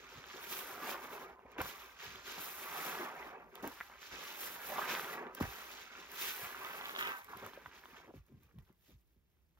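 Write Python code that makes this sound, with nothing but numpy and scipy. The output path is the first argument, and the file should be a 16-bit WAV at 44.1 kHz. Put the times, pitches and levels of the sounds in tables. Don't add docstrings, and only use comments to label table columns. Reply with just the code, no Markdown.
import sys
import numpy as np
from scipy import signal
from scipy.fft import rfft, irfft, next_fast_len
from scipy.io import wavfile

SR = 44100
rng = np.random.default_rng(int(sys.argv[2]) if len(sys.argv) > 2 else 0)


def master(y):
    cut = np.clip(np.atleast_2d(y).T, -1, 1)
    pcm = np.round(cut * 32767)
    wavfile.write(sys.argv[1], SR, pcm.astype(np.int16))


N = 422919


def amp(db):
    return 10 ** (np.asarray(db) / 20)


def read(points, hz):
    f, value = np.transpose(points)
    return np.interp(np.log(hz + 1), np.log(f + 1), value)


def evened(pair):
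    return pair / np.sqrt(np.mean(pair ** 2) + 1e-20)


def coloured(x, spectrum):
    size = next_fast_len(N + 4096)
    gain = amp(read(spectrum, np.fft.rfftfreq(size, 1 / SR)))
    return irfft(rfft(x, size) * gain, size)[..., :N]


def add(mix, s, sound):
    part = mix[:, max(round(s * SR), 0):][:, :sound.shape[1]]
    part += sound[:, :part.shape[1]]


def wander(per_s):
    return 1.2 * np.interp(np.arange(N) / SR * per_s, np.arange(4000), rng.standard_normal(4000))


# start_s, lag_us
OUTLET = [(.5, -9.5), (.85, -73), (1.1, -13), (1.6, 5.5), (2.5, -16), (2.9, 1), (3.6, 23.5), (3.81, -79),
          (4.1, 15.5), (4.7, -16), (4.92, -76), (5.2, 24), (6.3, -1.5), (6.75, 51.5), (7.0, 122),
          (7.17, 117), (7.35, 14), (7.66, -49), (7.9, -1.5)]
# hz, scatter_rad
PORT_SCATTER = [(60, .15), (400, .25), (1000, .3), (2000, .55), (3200, 1.0), (4200, 1.5), (5600, 1.5),
                (7500, .5), (9000, .2), (16000, .2)]
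FINE_HZ = 3730


def bubbles(s, hz, peak, cycles, length_samples, scatter=1, start_s=0):
    decay_s = cycles / hz
    offsets = np.arange(1, int(8 * decay_s.max() * SR) + 2)
    at = (s * SR).astype(int)[:, None] + offsets
    age_s = at / SR - s[:, None]
    u = age_s / decay_s[:, None]
    swell = peak[:, None] * u * np.exp(1 - u)
    polarity_rad = np.pi * rng.integers(0, 2, (len(s), 1))
    phase = 2 * np.pi * hz[:, None] * age_s + polarity_rad
    lag_s = np.interp(start_s + s, *np.transpose(OUTLET)) * (hz < FINE_HZ) / 1e6
    lead = scatter * read(PORT_SCATTER, hz) * rng.standard_normal(len(s)) - 2 * np.pi * hz * lag_s
    ports = []
    for side in (1, -1):
        ring = swell * np.sin(phase + side * lead[:, None] / 2)
        ports.append(np.bincount(at.ravel(), ring.ravel(), length_samples)[:length_samples])
    return np.array(ports)


# hz, relative_density_db (dB per Hz)
ROOM_TONE = [(10, -50.5), (25, -17.5), (40, 1), (60, 8.5), (85, 0.5), (120, -10), (165, -4.5), (220, -13),
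             (350, -13.5), (700, -23.5), (2000, -29), (5000, -35), (14000, -41)]
ROOM_DB = -73.5


def room_tone(apart=0.43):
    middle, side = coloured(rng.standard_normal((2, N)), ROOM_TONE)
    return amp(ROOM_DB) * evened(np.array([middle + apart * side, middle - apart * side]))


# time_s, centre_hz
HOLLOW = [
    [(0.5, 1300), (0.532, 1170), (0.57, 1370), (1.086, 1060), (1.248, 1170), (1.3, 908), (1.35, 950)],
    [(2.6, 1380), (2.724, 1050), (2.87, 1330), (3.06, 1020), (3.16, 1130), (3.368, 1060), (3.4, 973)],
    [(4.6, 1490), (4.712, 927), (4.798, 1020), (4.892, 1470), (5.202, 1050), (5.222, 901), (5.3, 1270)],
    [(6.4, 1420), (6.662, 1100), (6.71, 1330), (6.816, 1060), (6.872, 1230), (7.152, 1150), (7.25, 1060),
     (7.335, 1150), (7.46, 1020)],
]
HOLLOW_DB, HOLLOW_OCTAVES = 4, 0.2


def hollow_db(s, hz):
    centre_hz = np.interp(s, *np.transpose(np.concatenate(HOLLOW)))
    return HOLLOW_DB * np.exp(-(np.log2(hz / centre_hz) / HOLLOW_OCTAVES) ** 2)


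# hz, gain_db
STREAM_TONE = [(110, -16.5), (165, 0.5), (195, -5.5), (260, 1.5), (315, -1.5), (378, 7.5), (450, 3.5),
               (590, 0.5), (800, 3), (1050, 4.5), (1600, 4.5), (2500, 2.5), (4400, -15), (5700, -14.5),
               (7200, -15), (8500, -23.5), (11000, -22), (14500, -21.5), (16000, -24)]


def swarm(drive_db, spurts_db, low_hz, high_hz, cycles, spread_db, count, fineness=np.zeros(N), thinning=.35):
    when, size, strength, luck = rng.random((count, 4)).T
    at = (when * N).astype(int)
    s = when * N / SR
    hz = low_hz * (high_hz / low_hz) ** size
    octaves = (size - .5) * np.log2(high_hz / low_hz)
    strength_db = spread_db * np.minimum(-np.log(1 - strength), 6)
    db = strength_db + fineness[at] * octaves + hollow_db(s, hz)
    busy = amp(thinning * (drive_db[at] - drive_db.max()))
    peak = hz * amp(db) * (luck < busy) / np.sqrt(busy)
    stream = bubbles(s, hz, peak, cycles, N) * amp(spurts_db)
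    return evened(coloured(stream, STREAM_TONE)) * amp(drive_db)


def bubble_streams():
    pockets_db, suds_db, pores_db, foam_db, fineness = drives()
    spurts = wander(per_s=150) + 2.45 * wander(per_s=22)
    pockets = swarm(pockets_db - 2.5, 0.7 * spurts, low_hz=124.7, high_hz=546.0,
                    cycles=0.97, spread_db=1.5, count=6000)
    suds = swarm(suds_db, 0.21 * spurts, low_hz=544, high_hz=3204,
                 cycles=0.65, spread_db=-1.5, count=22000, fineness=fineness, thinning=.22)
    ringing = swarm(suds_db - 6, 0.089 * spurts, low_hz=682.0, high_hz=4155,
                    cycles=9.5, spread_db=-1.0, count=1800, fineness=fineness)
    clicks = swarm(suds_db - 13.5, 0.1 * spurts, low_hz=890, high_hz=4750,
                   cycles=.6, spread_db=3.5, count=1100, fineness=fineness, thinning=.15)
    pores = swarm(pores_db + .5, 0.72 * spurts, low_hz=3520, high_hz=7650,
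                  cycles=0.89, spread_db=-0.5, count=45000, thinning=0.24)
    foam = swarm(foam_db + 2.5, 1.0 * spurts, low_hz=7940, high_hz=19600,
                 cycles=2.2, spread_db=0.0, count=100000, thinning=0.082)
    return pockets + suds + ringing + clicks + pores + foam


# pockets_db, suds_db, pores_db, foam_db, fineness_db_per_octave
# change of those five per dB of froth (airy suds burst finer), same columns
PER_FROTH_DB = (-0.24, -0.025, 0.59, 0.93, 0.18)
CONTROL_STEP_S = .002


def drives():
    t = np.arange(0, N / SR, CONTROL_STEP_S)
    moves = rest(t) + rubs(t) + squeezes(t) + refills(t) + stirs(t)
    power = np.array([amp(flow_db) ** 2 for (flow_db, _), _ in moves])
    shares = np.array([np.array(mix)[:, None] + np.outer(PER_FROTH_DB, froth_db)
                       for (_, froth_db), mix in moves])
    share_power = amp(shares[:, :-1]) ** 2
    levels_db = 10 * np.log10((power[:, None] * share_power).sum(0))
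    fineness = (power * shares[:, -1]).sum(0) / power.sum(0)
    return [np.interp(np.arange(N) / SR, t, curve) for curve in (*levels_db, fineness)]


STROKE_ATTACK_S, STROKE_RELEASE_S, STROKE_SAG_DB = 0.029, 0.037, 1.5


def stroke(t, s, length_s, db, froth_db):
    before = np.maximum(s + STROKE_ATTACK_S - t, 0) / STROKE_ATTACK_S
    after = np.maximum(t - s - length_s, 0) / STROKE_RELEASE_S
    sag_db = STROKE_SAG_DB * np.clip((t - s) / length_s, 0, 1)
    return db - sag_db - 10 * (before + after), np.full(len(t), froth_db)


REST_DB, REST_FROTH_DB = -92.5, 10


def rest(t):
    return [(stroke(t, 0, N / SR, REST_DB, REST_FROTH_DB), STIR_MIX)]


# start_s, length_s, flow_db, froth_db
RUBS = [(-0.03, 0.18, -58.5, -15.5), (0.06, 0.074, -63, -5), (0.148, 0.12, -56, -14),
        (0.256, 0.29, -55.5, -11), (0.508, 0.018, -49.5, -1), (1.504, 0.017, -52.5, -25),
        (1.537, 0.057, -52, -44), (1.91, 0.075, -63.5, -9), (1.975, 0.14, -52, -7.5),
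        (2.113, 0.11, -55.5, -11), (2.237, 0.15, -52.5, -3), (3.893, .09, -60.5, -21.5),
        (3.985, 0.09, -57.5, -2), (4.093, 0.14, -51, -11), (4.246, 0.1, -53.5, -2.5),
        (4.388, 0.1, -60.5, 3.5), (4.87, 0.06, -42.5, -6.5), (5.691, 0.19, -55.5, -7.5),
        (5.891, 0.26, -54.5, -14), (6.152, 0.15, -52, 2.5), (7.701, 0.08, -61, -13),
        (7.937, 0.05, -58, -13), (8.823, 0.11, -82.5, 4)]
RUB_MIX = (-8.5, -1, 5, -3, 3)


def rubs(t):
    return [(stroke(t, *row), RUB_MIX) for row in RUBS]


def slosh(length_s, db, start_hz, crest, fall=0.49, cycles=0.45, octaves=0.83, count=60):
    progress = (np.arange(count) + .5) / count
    hz = start_hz * fall ** progress * 2 ** (octaves * rng.uniform(-1.27, 1, count))
    skew = np.log(.5) / np.log(np.clip(crest, .05, .9))
    swell = np.sin(np.pi * progress ** skew)
    gurgle = bubbles(progress * length_s, hz, swell, cycles, int(3 * length_s * SR))
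    return amp(db - 7.0) * evened(gurgle)


# start_s, length_s, relative_db, start_hz (before random spread), crest (0-1 of length)
SLOSHES = [(0.152, 0.06, -56.5, 220, 0.3), (1.446, 0.025, -61, 237, 0.3), (1.596, 0.041, -53, 105, 0.25),
           (1.618, 0.075, -57, 220, 0), (2.047, 0.26, -64, 149, 0.06), (2.366, 0.072, -60.5, 209, 0),
           (3.621, 0.067, -58, 250, 0.4), (4.104, 0.062, -60, 125, 0.3), (5.417, 0.031, -39.5, 250, 0.3),
           (5.418, 0.061, -53, 100, 0.1), (5.472, 0.052, -52, 100, 0.1), (6.413, 0.054, -58, 207, 0.46),
           (7.347, 0.045, -58, 260, 0), (7.416, 0.06, -56, 290, 0.27), (7.633, 0.063, -63, 222, 0.4),
           (8.145, .05, -53, 234, 0.1), (8.161, 0.057, -55, 85, .4), (8.269, 0.135, -61.5, 347, 0.54),
           (8.31, 0.081, -61, 180, 0.2), (8.39, .11, -68, 220, 0.2), (8.535, 0.11, -57.5, 194, 0.27),
           (8.56, .11, -56.5, 100, 0.1), (8.682, 0.039, -65, 400, 0.6), (8.874, 0.053, -65, 450, 0.6),
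           (8.916, 0.058, -58.5, 131, 0.3), (9.158, 0.03, -69.5, 219, 0.06)]


def sloshes():
    out = np.zeros((2, N))
    for s, *row in SLOSHES:
        add(out, s, slosh(*row))
    return out


def spray(db, spray_db=-13, length_s=0.028, fade_db=16, low_hz=2800, high_hz=15000, count=50):
    progress, size = rng.random((count, 2)).T
    hz = low_hz + (high_hz - low_hz) * size
    peak = amp(db + spray_db - fade_db * progress)
    return bubbles(progress * length_s, hz, peak, 0.063, int(2 * length_s * SR))


# start_s, relative_db
SNAPS = [(0.1535, -61), (0.2648, -42), (1.517, -46), (1.584, -45), (1.616, -22), (2.157, -44), (2.269, -37),
         (3.554, -32.5), (3.626, -37), (3.675, -25), (5.3492, -26.5), (5.4085, -47), (5.425, -29),
         (6.117, -30), (6.9895, -47), (7.2448, -35.5), (7.372, -33), (7.4633, -32.5), (8.2645, -57),
         (8.283, -60), (8.324, -61), (8.433, -48), (8.586, -50.5), (8.5995, -67), (8.7266, -55)]


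def snaps(gain_db=-2.5, bright_hz=13000, body_hz=4200, body_db=-6, cycles=0.34, tear_s=.0022, count=5):
    start_s, db = np.transpose(SNAPS)
    middle_s = start_s + tear_s / 2
    steps = (np.arange(count) + rng.random((len(start_s), count))) / count
    tick_s = (start_s[:, None] + tear_s * steps).ravel()
    out = bubbles(tick_s, np.full(len(tick_s), bright_hz), np.repeat(amp(db + gain_db), count), cycles, N)
    out += bubbles(middle_s, np.full(len(middle_s), body_hz), amp(db + body_db), 0.044, N, scatter=0)
    for s, level_db in zip(middle_s, db):
        add(out, s, spray(level_db))
    return out


# peak_s, relative_db, pitch_hz, crack_db (added to relative_db)
POPS = [(0.1557, -44, 1310, -3), (0.2412, -36, 1430, -5), (0.294, -52, 1300, -10), (0.3013, -44, 1400, 0),
        (0.372, -41, 1300, -1), (0.441, -33, 1670, -6), (1.0565, -37, 1180, -20), (1.3931, -41.5, 980, -28),
        (1.4618, -57, 600, -24), (1.5858, -28, 1310, -21), (1.6052, -38, 660, -18),
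        (1.6573, -29, 1260, -14), (1.8212, -41, 1310, -4), (2.1583, -40, 1600, 3), (2.197, -42, 1200, -12),
        (2.2689, -45, 1500, -14), (2.381, -33, 950, -22), (2.954, -28, 1300, -14), (2.9755, -29, 1120, -18),
        (2.9884, -30, 1200, -12), (3.5563, -40.5, 1200, 0), (3.6434, -28, 900, -24),
        (3.8043, -32, 1630, -15), (3.81, -23, 1670, -30), (3.8995, -39.5, 1060, -24),
        (4.0299, -36, 1400, -16), (4.6945, -36.5, 945, -21), (4.7834, -22, 1020, -20),
        (4.9511, -24, 1890, -4), (4.9965, -22.5, 1430, -13), (5.046, -31, 1310, -7),
        (5.2684, -33, 1480, -16), (5.4098, -28, 1210, -16), (5.8866, -50, 1400, -8),
        (5.9243, -43, 1400, -8), (5.957, -46, 1400, 0), (6.649, -31, 1120, -4), (6.8123, -30, 1200, -5),
        (6.841, -34, 1400, -3), (6.857, -33.5, 1500, 5), (6.8952, -28.5, 1420, -5), (6.911, -37, 1400, -2),
        (6.9514, -34, 1400, 1), (6.9627, -27.5, 1160, 0.5), (6.9912, -25, 1380, -1.5),
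        (7.0108, -20.5, 1510, -15), (7.0269, -25, 1390, -5), (7.0732, -24.5, 1390, -5),
        (7.1206, -30, 1300, -12), (7.333, -45, 1090, -20), (7.3865, -49, 1020, -9), (7.425, -42, 1010, -21),
        (7.4636, -33, 1100, -18), (7.4733, -40, 1300, -17), (7.5352, -40, 1200, -6),
        (7.5769, -42, 534, -25), (7.6614, -32, 1310, -19), (7.8388, -40, 1490, -20), (7.857, -38, 1130, -8),
        (7.988, -49, 1300, -12), (8.14, -45, 560, -24), (8.513, -57, 1480, -17), (8.587, -53, 900, -3.5),
        (8.6774, -65, 1320, -16), (8.696, -57, 950, -19), (9.37, -68, 1300, -8), (9.575, -61.5, 1300, -13)]
# hz, gain_db
PLOP = [(2200, -2), (3100, -11), (8000, -22)]


def pops(gain_db=-0.5, crack_hz=3300, cycles=.47):
    peak_s, db, hz, crack_db = np.transpose(POPS)
    s = peak_s - cycles / hz
    crack = bubbles(s, np.full(len(s), crack_hz), amp(db + crack_db), 0.9, N, scatter=0)
    plop = bubbles(s, hz, amp(db + gain_db), cycles, N, scatter=0)
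    return crack + coloured(plop, PLOP)


GRIP_DB_PER_S = 301


def squeeze(t, curve):
    s, flow_db, froth_db = np.transpose(curve)
    outside_s = np.maximum(s[0] - t, 0) + np.maximum(t - s[-1], 0)
    return np.interp(t, s, flow_db) - GRIP_DB_PER_S * outside_s, np.interp(t, s, froth_db)


# time_s, flow_db, froth_db
SQUEEZES = [
    [(.36, -57, -24.5), (.43, -57, 3), (.49, -58.5, 1.5), (.53, -48.5, 4), (.64, -50.5, 0),
     (.79, -49.5, -9.5), (.83, -44, -7.5), (.93, -43.5, -6), (.99, -50.5, -10), (1.09, -49.5, -8.5),
     (1.23, -53, -14.5), (1.3, -55.5, -22), (1.37, -65.5, -27), (1.49, -65, -27.5)],
    [(2.24, -74, -11), (2.29, -55.5, -16), (2.42, -49.5, 1.5), (2.56, -53, 2.5), (2.74, -45.5, -4.5),
     (2.87, -43.5, -2.5), (3.03, -46, -12), (3.14, -49.5, -18), (3.28, -50, -14.5), (3.36, -53, -29.5),
     (3.5, -68, -29)],
    [(4.24, -54, -5.5), (4.37, -52.5, 3.5), (4.48, -50.5, 0), (4.58, -53.5, -5.5), (4.67, -50, 0),
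     (4.77, -43, -9), (4.92, -41.5, -6), (5.03, -47, -9.5), (5.13, -45.5, -8.5), (5.2, -48, -27.5),
     (5.26, -50.5, -39), (5.32, -57.5, -33.5)],
    [(6.09, -65, 0.5), (6.2, -49.5, 3), (6.35, -53, 0), (6.45, -48, -4), (6.56, -50, -10.5),
     (6.68, -47, -9.5), (6.93, -50, -12), (7.0, -47, -7.5), (7.08, -45, -13.5), (7.17, -54.5, -7),
     (7.24, -62.5, -5), (7.28, -63, -8.5)],
]
SQUEEZE_MIX = (-10.5, -0.5, -2.5, 0.5, 1)
DRYNESS_DB = [-4, -3, -2, 0.5]
PER_DRYNESS_DB = (-1, 0, 0.12, 0.37, 0.92)


def squeezes(t):
    moves = []
    for curve, dry_db in zip(SQUEEZES, DRYNESS_DB):
        moves.append((squeeze(t, curve), SQUEEZE_MIX + dry_db * np.array(PER_DRYNESS_DB)))
    return moves


def gulp(s, length_s, db, low_hz, high_hz, fade_db, cycles=0.92, scatter=0.17, count=90):
    jitter, size, strength = rng.random((count, 3)).T
    progress = (np.arange(count) + jitter) / count
    hz = low_hz * (high_hz / low_hz) ** size
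    peak = (hz / low_hz) ** 0.39 * amp(2.5 * strength - fade_db * progress)
    volley = bubbles(progress * length_s, hz, peak, cycles, int(2 * length_s * SR), scatter, s)
    return amp(db - 11.5) * evened(volley)


# start_s, length_s, relative_db, low_hz, high_hz, fade_db (over its length)
GULPS = [(1.455, 0.0044, -44, 370, 776, 23), (1.566, 0.0063, -44, 600, 1100, 14),
         (1.579, 0.038, -34, 385, 3000, -4), (1.583, .003, -31, 770, 3400, 15),
         (1.604, 0.0045, -28, 400, 2900, 13.5), (1.611, .009, -30, 730, 2670, 14),
         (1.605, 0.022, -53, 3480, 7500, 0), (1.657, 0.018, -45.5, 400, 2000, 6),
         (2.993, 0.044, -38.5, 304, 533, 11), (3.63, 0.056, -37, 222, 1030, 9),
         (3.64, 0.027, -38, 373, 2290, 13), (3.67, 0.013, -41, 704, 2840, 11.5),
         (3.8105, 0.004, -35, 950, 2160, 6), (4.7, 0.032, -35, 560, 1090, -4.5),
         (4.785, 0.0097, -26.5, 825, 1240, -2.5), (4.814, 0.0088, -29.5, 920, 1670, 5),
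         (5.401, 0.005, -32.5, 646, 1300, 10), (5.407, 0.0018, -27, 850, 1700, 1),
         (5.419, 0.04, -36, 654, 2750, 4), (5.422, 0.013, -45, 3060, 7800, 9),
         (6.984, 0.078, -34, 1110, 3430, 0), (7.06, 0.062, -33.5, 950, 2700, 0),
         (7.128, 0.1, -41.5, 900, 1810, 14), (7.281, 0.077, -45, 904, 1540, -4),
         (7.331, 0.0071, -37.5, 960, 1300, 6), (7.424, 0.055, -44, 400, 1430, 9),
         (7.574, 0.0043, -40, 386, 740, 20), (7.659, 0.0056, -39, 1040, 1530, 17),
         (7.712, 0.024, -54, 1200, 2730, 7)]


def gulps():
    out = np.zeros((2, N))
    for row in GULPS:
        add(out, row[0], gulp(*row))
    return out


REFILL_FROTH_DB, REFILL_FROTH_DB_PER_S = -8.5, -8.5
REFILL_RISE_S, REFILL_S, RUSH_DB, RUSH_S = 0.0051, 0.34, 2, 0.014


def refill(t, s, db, fade_db_per_s):
    age_s = np.maximum(t - s, 0)
    early = np.maximum(s - t, 0) / REFILL_RISE_S
    rush_db = RUSH_DB * np.exp(-(age_s / RUSH_S) ** 2)
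    flow_db = db + rush_db - fade_db_per_s * age_s - 20 * early
    flow_db = flow_db - GRIP_DB_PER_S * np.maximum(age_s - REFILL_S, 0)
    froth_db = REFILL_FROTH_DB + REFILL_FROTH_DB_PER_S * np.minimum(age_s, REFILL_S)
    return flow_db, froth_db


# start_s, flow_db, fade_db_per_s
REFILLS = [(1.583, -47.5, 31.5), (3.63, -54, 25.5), (5.404, -49, 15)]
REFILL_MIX = (-13, -2, 1.5, 2, 1.5)


def refills(t):
    return [(refill(t, *row), REFILL_MIX) for row in REFILLS]


def glug(db, start_hz, end_hz, rise_s, decay_s, jitter=0.015):
    age_s = np.arange(0, 8 * decay_s, 1 / SR)
    left = np.exp(-age_s / decay_s)
    detune = 1 + jitter * rng.standard_normal()
    hz = (end_hz + (start_hz - end_hz) * left) * detune
    swell = (1 - np.exp(-(age_s / rise_s) ** 2)) * left
    tone = np.sin(2 * np.pi * np.cumsum(hz) / SR)
    return np.tile(amp(db) * swell / swell.max() * tone, (2, 1))


# start_s, peak_db, start_hz, end_hz (both before detune), rise_s, decay_s
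GLUGS = [(1.587, -33.5, 348, 314, 0.0028, 0.0053), (1.608, -37.5, 200, 50, 0.0023, 0.0073),
         (3.628, -44.5, 292, 170, 0.007, .012), (5.4095, -23.5, 437, 50, 0.0013, 0.0062),
         (8.1404, -46.5, 380, 150, .002, 0.0073), (8.171, -51, 170, 60, .003, 0.0075),
         (8.583, -51.5, 228, 70, 0.0029, .007), (8.698, -65, 420, 330, .003, .008)]


def glugs():
    out = np.zeros((2, N))
    for s, *row in GLUGS:
        add(out, s, glug(*row))
    return out


# start_s, length_s, flow_db, froth_db
STIRS = [(3.522, 0.19, -54.5, -20.5), (5.345, 0.098, -50, -14.5), (7.268, 0.12, -58.5, -10.5),
         (7.35, 0.14, -52, -10), (7.512, 0.17, -58, -11.5), (7.709, 0.36, -63, -11),
         (7.915, 0.14, -62.5, -23.5), (8.128, 0.042, -65, -4.5), (8.234, 0.15, -79, -5),
         (8.388, 0.075, -75.5, -3.5), (8.466, .045, -72.5, -15), (8.564, 0.036, -70.5, -14),
         (8.66, 0.03, -72.5, -10.5), (8.799, 0.11, -84, 11), (9.3, .14, -91, -12.5),
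         (9.553, .05, -77.5, -16)]
STIR_MIX = (-7, -2, -2.5, -3, 1)


def stirs(t):
    return [(stroke(t, *row), STIR_MIX) for row in STIRS]


# start_s, length_s, relative_db, start_hz (before random spread), crest (0-1 of length)
PLUNGE = (8, 0.12, -57.5, 1150, 0.8)


def plunge():
    out = np.zeros((2, N))
    add(out, PLUNGE[0], slosh(*PLUNGE[1:], fall=0.43, octaves=1.0, count=260))
    return out


# hz, gain_db
ECHO_TONE = [(100, -1), (500, 4), (1500, 6), (5500, 6), (9000, -10), (16000, 0)]


def basin(x, walls_db=-15, first_s=.0028, walls_t60_s=.08, room_db=-23, room_t60_s=.3, turns_per_s=2.3, count=4):
    t = np.arange(SR // 4) / SR
    thrown = coloured(x, ECHO_TONE)
    out = np.zeros((2, N))
    fades = (t > first_s) * amp(-60 * t / np.array([walls_t60_s, room_t60_s])[:, None, None])
    for k in range(count):
        tails = rng.standard_normal((2, 2, len(t))) * fades
        walls, room = tails / np.linalg.norm(tails, axis=2, keepdims=True)
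        share = np.maximum(np.cos(2 * np.pi * (turns_per_s * np.arange(N) / SR + k / count)), 0)
        tail = amp(walls_db) * walls + amp(room_db) * room
        out += signal.oaconvolve(thrown * share, tail, axes=1)[:, :N]
    return out


def scene():
    wet = bubble_streams() + sloshes() + snaps() + pops() + gulps() + glugs() + plunge()
    return wet + basin(wet) + room_tone()


# hz, gain_db
LOW_CUT = [(15, -24), (30, -20), (45, -1)]
# hz, left_minus_right_db
PORT_BALANCE = [(150, -1), (380, 2.8), (750, -3.5), (1400, -1), (3500, -2), (5400, -2), (8500, -0.5)]
# hz, left_lead_rad
PORT_LEAD = [(60, 0), (350, -.3), (700, -.6), (1300, -.8), (2200, -1.3), (3400, -1.7), (4200, -1.1),
             (6000, 1.6), (7500, 2.5), (9000, 3.1), (11500, 4.8), (13500, 6.2), (16000, 6.7)]
EDGE_HZ = 15800


def record(dry):
    size = next_fast_len(N + 4096)
    hz = np.fft.rfftfreq(size, 1 / SR)
    side = np.array([[.5], [-.5]])
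    gain = amp(read(LOW_CUT, hz) + side * read(PORT_BALANCE, hz))
    response = gain * np.exp(1j * side * read(PORT_LEAD, hz))
    ports = irfft(rfft(dry, size) * response, size)[:, :N]
    low_pass = signal.firwin(511, EDGE_HZ, window=("kaiser", 9), fs=SR)
    return signal.oaconvolve(ports, low_pass[None], "same")


dry = scene()
out = record(dry)
master(out)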